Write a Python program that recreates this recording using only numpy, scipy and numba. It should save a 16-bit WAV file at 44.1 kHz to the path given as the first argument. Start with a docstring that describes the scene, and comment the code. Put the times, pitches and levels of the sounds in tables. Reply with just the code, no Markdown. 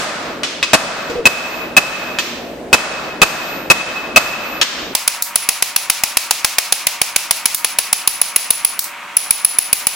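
"""A hammer blow on hot steel is already dying away over a roaring forge, then more blows and taps follow.
Blows are a noisy crack with anvil and hammer modes, taps a bright bar; the forge is shaped noise with hum.
Every hit excites a reverberant workshop. A late gain control lets loud blows clip, then ducks the sound.
From 4.935 s the action runs four times faster: every time shortens and every pitch rises two octaves."""
import sys
import numpy as np
from scipy import signal
from scipy.fft import rfft, irfft, next_fast_len
from scipy.io import wavfile
from scipy.ndimage import uniform_filter1d
from numba import njit

SR = 44100
rng = np.random.default_rng(int(sys.argv[2]) if len(sys.argv) > 2 else 0)


def pcm_store(signal):
    """Save signal as 16-bit PCM."""
    levels = np.round(np.clip(np.atleast_2d(signal), -1, 1) * 32767)
    wavfile.write(sys.argv[1], SR, levels.astype(np.int16).T)


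N = 438794

# Event times are output time; frequencies and decays are workshop time, before the speed-up.
FAST_START_S = 4.935
TOP_HZ = 16000
# workshop time per output time: (normal part [ratio], fast part [ratio])
SPEEDS = (1, 4)

# Forge roar colour: (frequency [Hz], relative density [dB per Hz])
ROAR_COLOUR = [(12, -69), (30, -21), (60, -7.5), (110, -19), (180, -9.5), (290, 0.5), (430, -4.5),
               (625, -2.5), (800, -10), (1200, -19), (2000, -20.5), (4000, -31), (8000, -34), (16000, -48)]
# Roar ahead of the gain control: (normal part [dB rms], fast part [dB rms])
ROAR_LEVELS = (-29.5, -31.5)
# Blower tones ahead of the gain control: (frequency [Hz], level [dB rms])
BLOWER_TONES = [(146, -51), (184, -49), (236, -42.5), (553, -46)]
# Stereo likeness of noise: (frequency [Hz], left-right correlation [-1 to 1])
STEREO_LIKENESS = [(20, .6), (60, .8), (150, 0.88), (300, 0.94), (1000, 0.6), (3000, 0.24), (10000, 0.12)]
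# Room decay: (frequency [Hz], t60 [s])
ROOM_DECAY = [(100, .8), (500, 1.0), (1500, .95), (4000, .8), (8000, .6), (16000, .35)]

# Dull wooden knocks: (time [s], strength [dB])
KNOCKS = [(1.099, -16), (1.155, -16)]
# Metal touching the cold anvil:
# (time [s], strength [dB], bar pitch [factor], anvil ring [dB], whistle [dB])
TAPS = [(.4335, -6, 0.8, -24, -21), (.628, -3, 1.12, -7, -17), (1.099, -19, 1.03, -26, -9),
        (2.1867, -4.5, 1, -8, 5.5), (4.6139, 3, 1.001, -28, -3), (5.223, 2.5, 1, -22, -9),
        (7.5465, 1, 0.92, -11, -9), (8.792, 1, 1.2, -24, -9), (8.842, -8, 1.26, -33, -9)]
# Cold bar modes, before pitch and level offset: (frequency [Hz], level [dB], t60 [s])
BAR_MODES = [(963, -15, 0.18), (1634, -9, 0.1), (1820, 2.5, 0.038), (2310, -16, 0.048), (2433, 2, 0.053),
             (3060, 5, .06), (3300, -7, 0.12), (3700, -1.5, 0.12), (4390, -2, 0.2), (5250, -8, .12),
             (5670, -33, 0.062), (6840, -7.5, 0.17), (6670, -34, 0.083)]
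BAR_OFFSET_DB = -15
# Contact colour of a tap: (frequency [Hz], relative level [dB])
CLINK_COLOUR = [(200, -34), (700, -16), (1100, -2.5), (1800, -3.5), (3000, -1), (6000, -4.5), (9000, -15.5),
                (16000, -38)]

# Hammer blows on hot steel: (time [s], strength [dB])
BLOWS = [(-.045, -3.5), (.733, -1), (1.255, -3), (1.7667, -3), (2.729, -3), (3.217, -3), (3.7009, -3),
         (4.161, 1), (4.951, -7.5), (5.077, -5.5), (5.357, -6), (5.489, -5.5), (5.6237, -7), (5.7619, -6),
         (5.8989, -3.5), (6.036, -7), (6.1703, -4), (6.309, -3.5), (6.446, -3), (6.584, -3.5),
         (6.7235, -3.5), (6.8688, -5.5), (7.0155, -5.5), (7.1613, -3), (7.309, -4.5), (7.4565, -4),
         (7.6456, -9), (7.7865, -6), (7.9287, -5.5), (8.0747, -4.5), (8.2149, -7), (8.361, -3), (8.505, -5),
         (8.6481, -10), (9.168, -6), (9.307, -5.5), (9.4475, -6), (9.5857, -7), (9.729, -5.5), (9.869, -10)]
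# Contact colour of a blow: (frequency [Hz], relative level [dB])
CRACK_COLOUR = [(20, -31), (100, -19), (180, -6), (280, -6), (420, -9), (630, -0.5), (800, -5), (1300, -2),
                (2200, -7), (3000, -9), (5000, -10), (8000, -13.5), (12000, -23.5), (16000, -48)]
# Anvil and hammer modes: (frequency [Hz], level on face [dB], level at edge [dB], t60 [s])
ANVIL_MODES = [(1358, -13, -24, 0.094), (1812, -9.5, -16, 0.061), (2562, 1, -7, 0.14), (2577, -4, 1.5, .16),
               (2617, -9.5, -11, 0.18), (3094, -21, -7, 0.2), (3762, -16, -8, 0.15), (4800, -12, -18, 0.06),
               (6320, -23, -31, 0.2), (6750, -26, -34, .12), (7413, -46, -49, .7), (9400, -61, -46, .8)]
# Hammer-head whistle, before its level offset: (frequency [Hz], level [dB], t60 [s])
WHISTLE_MODES = [(12084, -38, 1.05), (12087, -42, 1.05)]
WHISTLE_OVER_RING_DB = 13.5
# Block under the anvil: (frequency [Hz], level [dB], t60 [s])
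BLOCK_MODES = [(237, -6, .05), (630, -3, .05), (1197, -3, .04)]
# Where blows land, 0 face to 1 edge: (normal part [0-1], fast part [0-1])
BLOW_PLACES = (0.12, 0.71)
# Ring passing through the steel into the anvil: (time [s], ring over strength [dB])
RING_THROUGH_STEEL = [(0, -9), (.75, -3), (1.3, 7), (2.7, 0), (3.2, 6), (4.2, 7), (4.95, 4), (5.4, 5.5),
                      (6.4, 0.5), (7.4, 4), (8.4, 11.5), (9.9, 13.5)]


def amp(db):
    """Turns decibels into an amplitude factor."""
    return 10 ** (np.asarray(db) / 20)


def along(points, hz):
    """Reads (frequency [Hz], value) points on a log frequency axis."""
    f, v = np.transpose(points)
    return np.interp(np.log(hz + 1), np.log(f + 1), v)


def cloud(count, rate, level_db, per_s=170):
    """Stereo noise shaped over frequency and time; mid and side shares set how alike the channels are."""
    size = round(rate / per_s)
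    hz, t, z = signal.stft(rng.standard_normal((2, count)), rate, nperseg=size)
    likeness = np.clip(along(STEREO_LIKENESS, hz), -1, 1)
    turn = np.arccos(likeness)[:, None] / 2
    z = z * amp(level_db(hz[:, None], t)) * [np.cos(turn), np.sin(turn)]
    mid, side = signal.istft(z, rate, nperseg=size)[1][:, :count]
    return np.array([mid + side, mid - side])


def forge(count, rate, level_db):
    """The blown fire: a roar that flutters in patches, over the faint tones of the blower."""
    def roar_level(hz, t):
        """Smooths random level changes over neighbouring bands and frames, 0.54 dB deep (rms)."""
        field = rng.standard_normal((len(hz), len(t)))
        field = uniform_filter1d(field, size=16, axis=0)
        field = uniform_filter1d(field, size=3, axis=1)
        return along(ROAR_COLOUR, hz) + 0.54 * field / field.std()

    roar = cloud(count, rate, roar_level, per_s=25)
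    t = np.arange(count) / rate
    hum = sum(np.sqrt(2) * amp(db) * np.sin(2 * np.pi * hz * t) for hz, db in BLOWER_TONES)
    return amp(level_db) * roar / roar.std() + hum


def in_shop(ringing, contact, colour, rate, wet_db, wash_db):
    """Adds the room's answer to the ring and a diffuse contact wash; each frequency dies at its own speed."""
    count = ringing.shape[1]
    gap = ((0, 0), (round(rate / 500), 0))  # the room answers 2 ms late
    tail = cloud(count, rate, lambda hz, t: -60 * t / along(ROOM_DECAY, hz))
    tail /= np.linalg.norm(tail[0])
    wet = signal.fftconvolve(ringing[:1], tail, axes=1)[:, :count]

    def wash_level(hz, t):
        """Starts with the contact's colour and decays with the room."""
        return along(colour, hz) - 60 * t / along(ROOM_DECAY, hz)

    wash = cloud(count, rate, wash_level, per_s=60)
    wash /= wash[:, :round(rate / 20)].std()  # level set over the first 50 ms
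    near = ringing + np.pad(contact, (0, count - len(contact)))
    room = amp(wet_db) * wet + amp(wash_db) * wash
    return near + np.pad(room, gap)[:, :count]


def burst(colour, t60, rate):
    """Contact noise of peak 1: decaying noise through a causal, minimum-phase colour filter."""
    size = 2048
    level_db = along(colour, np.fft.rfftfreq(size, 1 / rate))
    cepstrum = irfft(np.log(amp(level_db)), size)
    # fold the cepstrum forward so the filter has no pre-echo
    cepstrum[1:size // 2] *= 2
    cepstrum[size // 2 + 1:] = 0
    colour_filter = irfft(np.exp(rfft(cepstrum)), size)
    t = np.arange(size) / rate
    noise = rng.standard_normal(size) * amp(-60 * t / t60)
    x = signal.fftconvolve(colour_filter, noise)
    return x / np.abs(x).max()


def ring(modes, rate):
    """Decaying sines with slightly new strengths, each a little out of phase between left and right."""
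    x = np.zeros((2, round(rate * .9)))
    sides = np.array([[1], [-1]])
    for (hz, db, t60), (chance, turn) in zip(modes, rng.standard_normal((len(modes), 2))):
        if hz < rate / 2:
            t = np.arange(min(x.shape[1], round(rate * t60))) / rate
            level_db = db + 2 * chance - 60 * t / t60
            x[:, :len(t)] += amp(level_db) * np.sin(2 * np.pi * hz * t + 0.61 * turn * sides)
    return x


def anvil_modes(place, ring_db, whistle_db):
    """Blends face and edge modes by point of contact; two close hammer-head modes beat as a whistle."""
    place = np.clip(place, 0, 1)
    modes = [(hz, face + place * (edge - face) + ring_db, t60) for hz, face, edge, t60 in ANVIL_MODES]
    return modes + [(hz, db + whistle_db, t60) for hz, db, t60 in WHISTLE_MODES]


def knock(rate, s, db):
    """A low wooden knock: two heavily damped modes, heard mostly through the room."""
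    x = ring([(471, -3.0, 0.08), (354, -8, 0.037)], rate)
    return amp(db) * in_shop(x, np.zeros(1), CRACK_COLOUR, rate, wet_db=7, wash_db=-43)


def tap(rate, s, db, pitch, anvil_db, whistle_db):
    """Cold metal on cold metal: thin, bright bar modes with some anvil ring and a short clink."""
    bar = [(hz * pitch, level + BAR_OFFSET_DB, t60) for hz, level, t60 in BAR_MODES]
    x = ring(bar + anvil_modes(0.3, anvil_db, whistle_db), rate)
    clink = burst(CLINK_COLOUR, 0.016, rate)
    return amp(db) * in_shop(x, clink, CLINK_COLOUR, rate, wet_db=-6.0, wash_db=-14)


def blow(rate, s, db):
    """Hot steel swallows part of the blow as a thud; anvil and hammer ring according to where it lands."""
    ring_db = np.interp(s, *np.transpose(RING_THROUGH_STEEL))
    place = BLOW_PLACES[s >= FAST_START_S]
    modes = anvil_modes(place, ring_db, whistle_db=ring_db + WHISTLE_OVER_RING_DB)
    x = ring(BLOCK_MODES + modes, rate)
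    crack = amp(11.5) * burst(CRACK_COLOUR, .033, rate)
    return amp(db) * in_shop(x, crack, CRACK_COLOUR, rate, wet_db=-2.5, wash_db=0)


def parts():
    """Gives (first sample, end sample, samples per workshop second) at normal and fast speed."""
    switch = round(FAST_START_S * SR)
    return [(0, switch, SR / SPEEDS[0]), (switch, N, SR / SPEEDS[1])]


def scene():
    """Lays the hits over the forge; the fast part holds fewer samples per workshop second."""
    out = []
    for (start, end, rate), forge_db in zip(parts(), ROAR_LEVELS):
        # spare room for a hit that begins early or rings past the end
        x = np.pad(forge(end - start, rate, forge_db), ((0, 0), (SR, 2 * SR)))
        for source, table in ((knock, KNOCKS), (tap, TAPS), (blow, BLOWS)):
            for s, *how in table:
                if (s >= FAST_START_S) == bool(start):
                    sound = source(rate, s, *how)
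                    first = round(s * SR) - start + SR
                    x[:, first:][:, :sound.shape[1]] += sound
        out.append(x[:, SR:SR + end - start])
    return np.concatenate(out, axis=1)


@njit
def glide(wanted, down, up):
    """Follows a gain curve, fast downwards and slower upwards."""
    out, now = np.empty_like(wanted), wanted[0]
    for i in range(len(wanted)):
        now += (wanted[i] - now) * (down if wanted[i] < now else up)
        out[i] = now
    return out


def gain_control(x, rate):
    """Turns down most of what exceeds the hold level, but reacts late, so loud onsets clip first."""
    hold_db, share = -20.5, .86  # share of the excess dB removed
    late_s, window_s, attack_s, release_s = .017, .004, .009, .045
    width = round(window_s * rate)
    power = np.abs(uniform_filter1d(np.mean(x ** 2, axis=0), width))
    delay = round(late_s * rate) + width // 2
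    power = np.pad(power, (delay, 0), mode="edge")[:x.shape[1]]
    excess_db = np.maximum(10 * np.log10(power + 1e-12) - hold_db, 0)
    gain_db = glide(-share * excess_db, 1 / (attack_s * rate), 1 / (release_s * rate))
    x = x * amp(gain_db)
    return x / (1 + np.abs(x) ** 12) ** (1 / 12)  # rounded clipping near full scale


def record(dry):
    """Applies gain control and clipping in workshop time, then removes all above the band limit."""
    x = np.concatenate([gain_control(dry[:, start:end], rate) for start, end, rate in parts()], axis=1)
    m = next_fast_len(N + SR // 2)
    in_band = np.fft.rfftfreq(m, 1 / SR) < TOP_HZ
    x = irfft(rfft(x, m) * in_band, m)[:, :N]
    return np.clip(x, -1, 1)


dry = scene()
out = record(dry)
pcm_store(out)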